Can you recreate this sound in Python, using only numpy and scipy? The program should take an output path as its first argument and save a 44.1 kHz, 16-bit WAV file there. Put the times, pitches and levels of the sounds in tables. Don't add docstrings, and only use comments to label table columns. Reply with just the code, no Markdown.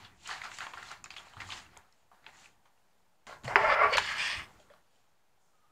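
import sys
import numpy as np
from scipy import signal
from scipy.fft import rfft, irfft, next_fast_len
from scipy.io import wavfile
from scipy.ndimage import uniform_filter1d, map_coordinates

SR = 44100
rng = np.random.default_rng(int(sys.argv[2]) if len(sys.argv) > 2 else 0)


def makeup_ratio(level_db):
    decades = np.asarray(level_db, float) / 20
    return 10 ** decades


def int16_out(signal):
    q = np.round(np.clip(np.atleast_2d(signal).T, -1, 1) * 32767)
    wavfile.write(sys.argv[1], SR, q.astype(np.int16))


N = 251811

FORM_STARTS = [
    3.0,
    3.47,
    3.975,
    4.18,
    4.28,
    4.47,
]
STILL_DB = -90


def unit(x):
    return x / np.sqrt(np.mean(x ** 2) + 1e-20)


def peak(x):
    return x / np.abs(x).max()


def along(points, hz):
    f, v = np.transpose(points)
    return np.interp(np.log(hz + 1), np.log(f + 1), v)


def curves(rows):
    s, *cols = np.transpose(rows)
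    return [np.interp(np.arange(N) / SR, s, c) for c in cols]


def held(tables):
    holds = []
    for move, after in zip(tables, tables[1:]):
        holds.append([[after[0][0] - .003, *move[-1][1:]]])
    rows = np.vstack(tables + holds)
    return curves(rows[np.argsort(rows[:, 0])])


def wobble(rate):
    knots = rng.standard_normal(int(N * rate / SR) + 4)
    return map_coordinates(knots, [np.arange(N) * rate / SR])


def filtered(x, response):
    m = 2 * next_fast_len(len(x) // 2 + 4096)
    return irfft(rfft(x, m) * response(np.fft.rfftfreq(m, 1 / SR)), m)[:len(x)]


def causal(x, gain):
    def response(hz):
        cepstrum = irfft(np.log(gain(hz) + 1e-6))
        half = len(cepstrum) // 2
        fold = np.r_[1, np.full(half - 1, 2), 1, np.zeros(half - 1)]
        return np.exp(rfft(cepstrum * fold))
    return filtered(x, response)


def lifted(x, modes):
    def lift(f):
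        total = 1
        for c, w, db in modes:
            total = total + (makeup_ratio(db) - 1) * 1j * f * w / (c * c - f * f + 1j * f * w)
        return total
    return filtered(x, lift)


def patchy(x, depth_db):
    z = signal.stft(x, nperseg=256)[2]
    across_hz = uniform_filter1d(rng.standard_normal(z.shape), size=3, axis=0)
    field = uniform_filter1d(across_hz, size=14, axis=1)
    return signal.istft(z * makeup_ratio(depth_db * unit(field)), nperseg=256)[1][:N]


def air(flex_db):
    # f/Hz, level/dB
    ventilation = [(15, -35.5), (25, -7), (193, -4), (289, -11), (368, -8), (848, -1.5), (1240, -8),
                   (1380, -7), (2060, -13), (3340, -16), (15500, -24.5)]
    # t/s, f/Hz, level/dB
    squeak = [
        (5.5, 1248, -100),
        (5.55, 1230, -73.5),
        (5.71, 1256, -74),
    ]
    hum = unit(filtered(patchy(rng.standard_normal(N), .8), lambda hz: makeup_ratio(along(ventilation, hz))))
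    open_db = uniform_filter1d(np.clip(0.41 * (flex_db + 76), 0, 16), size=1500)
    pitch_hz, level_db = curves(squeak)
    phase = 2 * np.pi * np.cumsum(pitch_hz + 36 * wobble(110)) / SR
    whistle = np.sin(phase) * makeup_ratio(level_db + 3 * wobble(45))
    return makeup_ratio(-74 + open_db + 0.79 * wobble(2.1)) * hum + whistle


def room(x):
    # f/Hz, t60/s
    decay = [(300, 0.33), (2000, 0.21), (10000, 0.18)]
    hz, t, z = signal.stft(rng.standard_normal(SR // 2), SR, nperseg=256)
    fade = makeup_ratio(-60 * t / along(decay, hz)[:, None])
    tail = signal.istft(z * fade, SR, nperseg=256)[1]
    delayed = np.pad(x, (300, 0))
    return signal.fftconvolve(delayed, tail / np.linalg.norm(tail))[:N]


def thuds():
    # t/s, peak level/dB, f/Hz, t60/s
    contacts = [(0.019, -54, 101, 0.3), (1.366, -44, 100.3, 0.2), (1.449, -49.5, 94.5, 0.49),
                (3.269, -57, 160, 0.075), (3.44, -36, 225, 0.088), (3.453, -33, 127, 0.17),
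                (3.618, -28, 133, 0.03), (3.67, -40, 38, 0.24), (3.95, -41, 40, .2),
                (3.963, -40.5, 84, 0.17), (4.375, -35.5, 76.3, 0.083)]
    out, t = np.zeros(N + SR), np.arange(SR // 2) / SR
    for s, db, pitch_hz, t60 in contacts:
        envelope = (1 - np.exp(-t / 0.0042)) * makeup_ratio(db - 60 * t / t60)
        out[round(s * SR):][:len(t)] += np.sin(2 * np.pi * pitch_hz * t) * envelope
    return out[:N]


def slap():
    # t/s, peak level/dB, f/Hz, loss of deep ring/dB per octave below 800 Hz
    hits = [
        (3.5584, -.5, 1780, 0),
        (3.9823, -10, 2600, 9),
        (1.7736, -36, 7500, 9),
        (2.2653, -31.5, 2700, 9),
        (3.4445, -42, 9000, 9),
    ]
    # f/Hz, relative level/dB, t60/s
    ring_modes = [(400.2, -26, 0.21), (886, -17, 0.056), (1420, -22.5, 0.035), (5000, -25.5, 0.014)]
    out = np.zeros(N)
    for s, db, pitch_hz, light_db in hits:
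        part = slice(round((s - .01) * SR), round((s + .3) * SR))
        t = np.arange(N)[part] / SR - s
        after = np.maximum(t, 0)
        dip = -np.cos(2 * np.pi * pitch_hz * t) * np.exp(-(t * pitch_hz / .66) ** 2)
        ring = 0
        for hz, level, t60 in ring_modes:
            ring_db = level + light_db * min(np.log2(hz / 800), 0) - 60 * after / t60
            ring = ring + makeup_ratio(ring_db) * np.sin(2 * np.pi * hz * after)
        out[part] += makeup_ratio(db) * (dip + ring * (1 - np.exp(-after / 0.00033)))
    return out


def chatter():
    # t/s, length/s, f/Hz, level/dB, relative octave level/dB
    catches = [(3.572, 0.025, 770, -30.5, -19.5), (3.59, 0.03, 870, -30, -22),
               (3.608, 0.053, 1732, -34, -23.5), (3.632, 0.038, 615, -24, -18),
               (3.632, 0.037, 860, -28, -15.5), (3.635, 0.048, 2100, -31.5, -41.5),
               (3.695, 0.037, 2374, -34, -39.5), (3.715, 0.041, 3380, -42.5, -31.5),
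               (3.64, 0.03, 1323, -29.5, -19), (3.672, 0.026, 885, -29.5, -8),
               (3.688, 0.035, 1135, -24, -13), (3.69, 0.049, 1750, -26.5, -20.5),
               (3.708, 0.034, 573, -26.5, -10), (3.71, 0.028, 1301, -29, -16.5),
               (3.685, 0.026, 4700, -49, -36), (3.72, 0.025, 5050, -43.5, -34),
               (3.735, .02, 1187, -29.5, -14), (3.748, .035, 1340, -28.5, -19),
               (3.75, 0.053, 579, -33, -17), (3.785, 0.036, 1363, -27, -19),
               (3.79, 0.048, 2070, -29, -40.5), (3.8, .09, 428.4, -34.5, -19.5),
               (3.824, 0.035, 2610, -37.5, -28.5), (3.808, 0.021, 595, -26.5, -16),
               (3.812, 0.016, 1130, -21.5, -16), (3.831, .02, 1140, -17, -13.5),
               (3.83, 0.028, 1440, -28.5, -17.5), (3.852, .026, 1156, -24.5, -14.5),
               (3.85, 0.033, 1345, -28.5, -19), (3.884, 0.034, 1120, -33, -16),
               (3.895, 0.042, 4480, -46, -39), (3.921, 0.012, 516, -26, -21), (3.927, 0.012, 2227, -28, -4),
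               (3.935, .011, 2225, -23.5, -6.5), (3.954, 0.0093, 4450, -34, -40),
               (3.94, 0.052, 518, -37.5, -18), (3.983, 0.018, 880, -25, -14.5),
               (1.042, 0.0059, 2500, -43.5, -12), (4.1, .03, 1300, -42, -20),
               (4.185, 0.052, 2400, -37.5, -20), (4.23, 0.054, 1810, -36, -21)]
    out = np.zeros(N)
    unsteady, size = wobble(350), makeup_ratio(1.9 * wobble(240))
    for s, length, pitch_hz, db, octave_db in catches:
        part = slice(round(s * SR), round((s + length) * SR))
        phase = 2 * np.pi * np.cumsum(pitch_hz * (1 + 0.023 * unsteady[part])) / SR
        tone = np.sin(phase) + makeup_ratio(octave_db) * np.sin(2 * phase)
        out[part] += makeup_ratio(db) * size[part] * tone * np.sqrt(np.hanning(len(phase)))
    return out


def pings():
    # t/s, peak level/dB, f/Hz, t60/s
    creases = [(0.049, -51, 1520, 0.0091), (.049, -50, 3280, .015), (0.049, -58, 4520, 0.026),
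               (.4175, -32, 2000, 0.0069), (.541, -46, 6050, .03), (.588, -40, 4660, 0.017),
               (.667, -36.5, 880, 0.017), (.736, -32, 1070, 0.013), (.78, -52, 5130, .012),
               (.914, -34.5, 1360, .015), (.887, -45, 4180, .02), (1.0413, -35.5, 7000, 0.007),
               (1.051, -47.5, 5500, .01), (1.1047, -41, 4570, .008), (1.1047, -47, 6200, .006),
               (1.114, -43, 4750, .01), (1.172, -48, 3370, .02), (1.284, -53, 4010, .012),
               (1.336, -54, 3000, .01), (1.664, -51, 2700, .015), (1.774, -41, 6960, 0.0038),
               (1.043, -42, 1210, .015), (.612, -36, 1700, 0.011), (.621, -39, 1900, 0.01),
               (1.925, -62, 4230, .012), (1.925, -59, 5350, 0.0092), (2.115, -51, 1190, 0.018),
               (2.129, -56, 1040, .03), (2.266, -62, 4000, 0.03), (2.444, -53.5, 2780, .012),
               (2.458, -42, 2540, 0.0054), (2.461, -46.5, 2470, 0.0069), (2.388, -54, 2840, .01),
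               (2.657, -61, 3200, .012), (2.657, -63, 2200, 0.011), (2.777, -66, 2730, .012),
               (3.435, -52, 7000, .01), (3.453, -40, 2990, .012), (3.479, -39.5, 4380, .025),
               (3.479, -29.5, 1950, .015), (3.951, -23, 2080, 0.0047), (3.972, -25, 3020, 0.0066),
               (3.974, -21, 4230, 0.013), (4.28, -24, 1760, 0.011), (4.716, -56, 610, 0.03),
               (4.6, -57, 3280, .015), (4.7, -59, 1800, .02), (4.704, -62, 3330, .025),
               (4.957, -68, 3100, .04), (4.737, -49.5, 1190, 0.013), (4.737, -58, 3300, .012),
               (4.738, -61, 4100, .01), (1.105, -39, 2680, .012)]
    out, t = np.zeros(N + SR), np.arange(SR // 16) / SR
    for s, db, pitch_hz, t60 in creases:
        rough = 1 + 0.55 * uniform_filter1d(rng.standard_normal(len(t)), size=9)
        envelope = (1 - np.exp(-t / 0.00041)) * makeup_ratio(-60 * t / t60)
        ring = np.sin(2 * np.pi * pitch_hz * t) * rough * envelope
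        out[round(s * SR):][:len(t)] += makeup_ratio(db) * peak(ring)
    return out[:N]


def snaps():
    # t/s, peak level/dB, f/Hz, relative crack level/dB
    pops = [(.416, -22.5, 2020, -4.5), (.516, -36, 1260, 8), (.586, -26.5, 1360, 1.5),
            (.605, -23.5, 1330, 1), (.736, -24.5, 1090, -1.5), (.915, -30, 1350, -10),
            (1.042, -38.5, 2520, -1), (1.059, -34, 1280, 3), (1.105, -28.5, 2680, -2),
            (1.139, -38, 2210, 3), (1.182, -27, 3130, -12), (1.27, -34, 855, -14),
            (1.402, -20.5, 2220, -18), (1.417, -27, 2200, -1), (1.503, -23, 2950, -6),
            (1.515, -38, 3010, 7), (1.521, -18, 3000, -17), (1.768, -34.5, 780, -4), (2.115, -38, 840, -22),
            (2.129, -39, 825, -23), (2.266, -29.5, 2470, -4), (3.443, -35, 972, -8.5),
            (3.698, -25, 1090, -18), (3.722, -20, 1170, -3), (3.981, -8.5, 880, 1), (4.736, -42.5, 598, -8)]
    # t/s, peak level/dB, f/Hz, relative crack level/dB
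    rattles = [(.047, -34.5, 3270, -4.5), (.257, -28, 2750, -20), (.289, -21, 1280, -10),
               (.377, -32.5, 1710, 1), (0.436, -27, 1190, -4), (.617, -23.5, 1370, -4), (.667, -28, 896, 3),
               (.773, -22.5, 1410, -34), (.827, -26.5, 1440, -2), (1.164, -28.5, 2850, 0),
               (1.336, -38, 896, -1), (1.368, -29, 1150, -9), (1.489, -30.5, 1050, -16),
               (2.243, -44, 1050, 0), (2.655, -46.5, 1080, -14), (3.268, -35.5, 881, 3),
               (3.436, -45.5, 1670, 6), (3.452, -32, 756, -0.9), (3.479, -17.5, 651, -9.5),
               (3.506, -18, 877, -18), (3.95, -19, 518, -9.5), (3.9705, -7, 1670, -5),
               (4.183, -20, 2420, -22), (4.593, -43.5, 597, -18), (4.701, -38.5, 603, -9)]
    # t/s, peak level/dB
    flicks = [(.274, -33), (0.441, -42), (0.585, -34), (.83, -44), (.915, -41), (1.041, -41), (1.489, -43),
              (1.924, -62), (2.387, -66), (3.268, -46), (3.44, -52.5), (3.449, -49), (3.5575, -43),
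              (3.9698, -24), (3.982, -26.5)]
    # f/Hz, level/dB per Hz
    tick_colour = [(2500, -28.5), (4000, 0), (7000, 9), (10000, -6.5), (15500, -25)]
    # f/Hz, level/dB per Hz
    crack_colour = [(400, -32.5), (900, -3), (2000, 3), (4000, -4.5), (6000, -33)]
    pop_t60, rattle_t60, tick_db = .027, 0.11, -45
    out, t = np.zeros(N + SR), np.arange(SR // 8) / SR
    rise = 1 - np.exp(-t / 0.00078)
    fizz = filtered(rng.standard_normal((2, N)).ravel(), lambda hz: makeup_ratio(along(tick_colour, hz)))
    fizz = fizz.reshape(2, N)

    def tick(s, kind):
        return peak(rise * makeup_ratio(-60 * t / 0.016) * fizz[kind, round(s * SR):][:len(t)])

    buckles = [(*row, pop_t60) for row in pops] + [(*row, rattle_t60) for row in rattles]
    for s, db, pitch_hz, crack_db, t60 in buckles:
        noise = rng.standard_normal((2, len(t)))
        jerks = noise[1] * (rng.random(len(t)) < 2200 / SR) * makeup_ratio(-60 * t / 0.02)
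        jerks[20] = -1.0
        stretch = (1800 / pitch_hz) ** 0.14
        crack = peak(causal(jerks, lambda hz: makeup_ratio(along(crack_colour, hz * stretch))))
        page = filtered(noise[0], lambda hz: np.exp(-(np.log2((hz + 1) / pitch_hz) / 0.41) ** 2))
        rattle = peak(rise * makeup_ratio(-60 * t / t60) * page)
        snap = makeup_ratio(-7) * rattle + makeup_ratio(crack_db) * crack + makeup_ratio(tick_db + 6.5) * tick(s, kind=0)
        out[round(s * SR):][:len(t)] += makeup_ratio(db) * snap
    for s, db in flicks:
        out[round(s * SR):][:len(t)] += makeup_ratio(db + 3.0) * tick(s, kind=1)
    return out[:N]


def leafing(lead, trail, gain_db):
    # t/s, rise/s per 20 dB, fall/s per 20 dB, pressure level/dB, speed level/dB
    turns = [(.0, .1, 0.18, -56, -15), (.06, 0.4, 0.1, -58, -14), (0.305, 0.0533, 0.18, -39, -12.5),
             (0.449, 0.03, 0.12, -41.5, -16.5), (0.627, 0.0557, 0.1, -40.5, -17.5),
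             (.738, .003, 0.09, -50, -14), (.776, 0.02, 0.21, -49, -18), (.69, 0.01, 0.13, -52, -19),
             (.916, 0.02, 0.09, -44.5, -14), (.89, 0.1, 0.1, -52.5, -5), (1.044, 0.002, 0.1, -57, -8),
             (1.059, .002, .03, -52, -19), (1.106, 0.003, 0.18, -53.5, -9), (.545, 0.05, 0.3, -56, 1),
             (1.166, .002, 0.15, -49.5, -10.5), (1.26, .01, 0.51, -61, -8.5), (1.372, .004, 0.35, -51, -34),
             (1.404, .002, .09, -45, -12), (1.529, 0.06, 0.12, -44.5, -8), (1.775, .2, 0.15, -59, -28),
             (1.579, 0.09, 0.11, -50, -6.5), (2.116, .002, 0.3, -61, -40), (2.0, .3, .2, -84, 3),
             (2.28, .035, 0.0853, -54, -23), (2.33, 0.01, 0.27, -63, -23), (2.4, 0.07, 0.14, -64.5, 0.5),
             (2.444, 0.09, 0.12, -64.5, 0), (2.657, .003, 0.06, -66, -17)]
    t, power = np.arange(0, N, 32) / SR, makeup_ratio(2 * STILL_DB)
    for s, rise, fall, db, speed_db in turns:
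        away = np.where(t < s, (s - t) / (lead * abs(rise)), (t - s) / (trail * abs(fall)))
        power = power + makeup_ratio(2 * (db + gain_db(speed_db) - 20 * away))
    return np.interp(np.arange(N) / SR, t, 10 * np.log10(power))


def controls():
    # t/s, pressure level/dB, edge contact level/dB, speed level/dB
    laying = [
        [(3.272, -48.5, -7.5, -11.5), (3.334, -44.5, -16, -24), (3.348, -53.5, -9, -16.5),
         (3.402, -60, -19, -16.5), (3.43, -63.5, -18, -14)],
        [(3.445, -49.5, 1.5, -5), (3.473, -49.5, -6, -10), (3.477, -42.5, -6, -13.5),
         (3.517, -36.5, -15, -22.5), (3.546, -41.5, -11.5, -21.5)],
    ]
    rubbing = [
        [(3.562, -20, -10, -37), (3.574, -28, -16.5, -32), (3.62, -30, -11.5, -30),
         (3.676, -26.5, -16.5, -32.5), (3.712, -27, -8, -33.5), (3.742, -27, -10.5, -30)],
        [(3.752, -30, -17, -45), (3.813, -28, -17, -52.5), (3.835, -24, -17, -34), (3.875, -31, -16, -40.5),
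         (3.918, -37, -9.5, -22.5)],
    ]
    squaring = [
        (3.926, -30, -7, -19.5),
        (3.939, -29, 1.5, -18),
        (3.962, -36, 2, -25),
    ]
    drawing = [
        [(3.988, -37.5, 2.5, -8.5), (4.008, -39.5, -3, -15.5), (4.096, -35, -6.5, -17.5),
         (4.116, -33, -10, -18), (4.145, -38, -8, -21), (4.175, -35.5, -9, -20)],
        [(4.182, -34, -5.5, -15.5), (4.25, -33, -3, -16), (4.324, -36, -1.5, -18), (4.385, -41.5, -7, -15.5),
         (4.41, -41, -11.5, -22), (4.445, -49, -11, -16), (4.47, -52.5, -21, -24), (4.52, -63.5, -11, -14)],
    ]
    settling = [
        (4.6, -69, 0, -2),
        (4.693, -71.5, -11, -9),
        (4.715, -64.5, -12, -24),
        (4.786, -67.5, -16, -21),
        (4.85, -88, 2, -1),
        (4.97, -86, 9, 4),
        (5.12, -86, -1, -3),
    ]
    brushing = [
        (5.35, -92, -4, -4),
        (5.42, -86, -7, 5.5),
        (5.5, -86.5, -1.5, 6.5),
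        (5.62, -88.5, 3, -2.5),
    ]
    # t/s, level/dB
    leaning = [
        [(0, -56.5), (.2, -68.5), (.32, -61.5), (1.33, -67.5), (1.38, -57.5), (1.8, -65.5), (1.92, -84),
         (2.41, -68.5), (2.7, -84)],
        [(3.266, -59), (3.426, -66), (3.442, -50.5), (3.95, -51.5), (4.32, -57.5), (4.396, -51), (4.45, -59.5),
         (4.8, -73.5), (4.88, -85)],
    ]

    still = [(0, STILL_DB, 0, 0)]
    press_db, edge_db, speed_db = held([still, *laying, *rubbing, squaring, *drawing, settling, brushing])
    turn_flex_db = leafing(1.0, 0.99, lambda speed_db: 0)
    turn_scrape_db = leafing(1.49, 0.74, lambda speed_db: 1.5 + 0.43 * speed_db)
    turn_hiss_db = leafing(2.15, 0.89, lambda speed_db: -0.55 + speed_db)
    loose = np.arange(N) / SR < FORM_STARTS[0]
    flex_db = np.where(loose, turn_flex_db, press_db)
    scrape_db = np.where(loose, turn_scrape_db - turn_flex_db, edge_db)
    hiss_db = np.where(loose, turn_hiss_db - turn_flex_db, speed_db)
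    return flex_db, scrape_db, hiss_db, held(leaning)[0] - 2.5 - flex_db


def slips(rate, spread_db, clump_db, depth_db):
    draw = rng.random((N, 2))
    size = makeup_ratio(spread_db * np.minimum(-np.log(1 - draw[:, 1]), 3))
    kicks = (draw[:, 0] < rate / SR) * size * rng.standard_normal(N)
    return patchy(kicks * makeup_ratio(clump_db * wobble(45)), depth_db)


def paper_part(x, lo_hz, hi_hz):
    # f/Hz, level/dB per Hz
    loose = [(180, -46), (300, -15), (610, -13.5), (720, 0.5), (1220, -1.5), (1330, -4), (1460, -2.5),
             (1750, 0), (2790, -6.5), (3130, -9), (5850, -18), (6900, -17), (15500, -57)]
    # f/Hz, level/dB per Hz
    stack = [(150, -63), (250, -36.5), (378, -20.5), (427, -8.5), (624, -7), (809, -3.5), (1120, -2),
             (1250, -10.5), (1330, -4), (2060, -6.5), (4240, -34), (4960, -31), (15500, -81.5)]
    # f/Hz, level/dB per Hz
    drag = [(180, -49), (300, -31), (708, -14.5), (1120, -6.5), (1420, -14), (1750, -7), (2170, -5),
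            (2440, -4.5), (3400, -4), (3870, -11.5), (4880, -10), (6360, -14.5), (8700, -23),
            (15500, -52.5)]
    # f/Hz, width/Hz, level/dB over the flat path
    bound = [(410, 50, 3.5), (630, 45, 5.5), (870, 16, 3.5), (1140, 33, 4.5), (1340, 45, 3),
             (1763, 50, 5.5), (2070, 90, 4.5), (2350, 100, 3), (2950, 300, 3), (5200, 900, 3),
             (8000, 2200, 7)]
    # f/Hz, width/Hz, level/dB over the flat path
    low_gap = [(855, 40, 5), (1300, 60, 4.4), (1670, 170, 12), (2130, 280, 5), (2940, 100, 5.4),
               (4450, 200, 4.4), (6900, 300, 4)]
    # f/Hz, width/Hz, level/dB over the flat path
    gap = [(1130, 45, 2.5), (1810, 210, 7.8), (2400, 140, 7.4), (2750, 80, 8.4), (3250, 150, 6.1),
           (4980, 360, 6), (8270, 450, 7.9)]
    short_gap = [(c * 1.048, w, db) for c, w, db in gap]
    even_loose, even_stack, even_drag = 0.63, 2.2, 0.82

    def band(hz):
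        return 1 / np.sqrt((1 + (lo_hz / (hz + 1)) ** 12) * (1 + (hz / hi_hz) ** 12))

    rest = (stack if lo_hz < 1000 else loose, [], even_loose)
    forms = [(loose, [], even_loose), rest, (stack, bound, even_stack), (drag, low_gap, even_drag),
             (drag, gap, even_drag), (drag, short_gap, even_drag), rest]
    cuts = np.round(np.array(FORM_STARTS) * SR).astype(int)
    slipping, rubbing = np.split(unit(x), cuts), np.split(rng.standard_normal(N), cuts)
    pieces = []
    for slip, rub, (colour, modes, even) in zip(slipping, rubbing, forms):
        shaken = lifted(slip + even * rub, modes)
        pieces.append(unit(causal(shaken, lambda hz: band(hz) * makeup_ratio(along(colour, hz)))))
    return np.concatenate(pieces)


def softened(flex, flex_db, scrape_db):
    light = np.clip((-8.0 - scrape_db) / 8, 0, 1) * np.clip((-40.5 - flex_db) / 6, 0, 1)
    slow = filtered(flex, lambda hz: 1 / np.sqrt(1 + (hz / 1500) ** 8))
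    return flex + light * (slow - flex)


def strokes(flex_db, scrape_db, hiss_db, rumble_db):
    # f/Hz, level/dB
    shaken_table = [(12, -33), (20, -7), (27, -6), (43, 0), (87, 0.5), (282, -8), (400, -8), (520, -34.5),
                    (880, -120)]
    flex = paper_part(slips(rate=2500, spread_db=2.5, clump_db=1.3, depth_db=2.5), 100, 2500)
    scrape = paper_part(slips(rate=7000, spread_db=2, clump_db=1.1, depth_db=2.2), 2500, 6000)
    hiss = paper_part(slips(rate=17000, spread_db=5.0, clump_db=0.9, depth_db=3.0), 6500, 18000)
    shakes = slips(rate=3000, spread_db=1.5, clump_db=1.2, depth_db=1.5)
    rumble = unit(filtered(shakes, lambda hz: makeup_ratio(along(shaken_table, hz))))
    slide = softened(flex, flex_db, scrape_db) + makeup_ratio(scrape_db) * scrape + makeup_ratio(hiss_db) * hiss
    return makeup_ratio(flex_db) * slide, makeup_ratio(flex_db + rumble_db) * rumble


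def scene():
    # f/Hz, width/Hz, level/dB over the flat path
    table_top = [(610, 30, 6.5), (868, 19, 3), (1140, 80, 2), (1370, 71, 4.5), (1764, 36, -1),
                 (2080, 140, 1.5), (4380, 1200, 4.5), (7300, 700, 1.5), (8610, 400, 1.5)]
    moves = controls()
    slide, rumble = strokes(*moves)
    through_table = lifted(makeup_ratio(-2.0) * slide + makeup_ratio(-6.0) * snaps(), table_top)
    paper = through_table + slap() + chatter() + pings()
    return (paper + makeup_ratio(-13) * room(paper) + rumble + thuds() + air(moves[0]))[None]


def top_cut(x):
    return signal.sosfilt(signal.butter(12, 15700, fs=SR, output="sos"), x)


def record(dry):
    limited = filtered(dry[0], lambda hz: hz < 15680)
    return top_cut(limited[None] - .0004)


dry = scene()
out = record(dry)
int16_out(out)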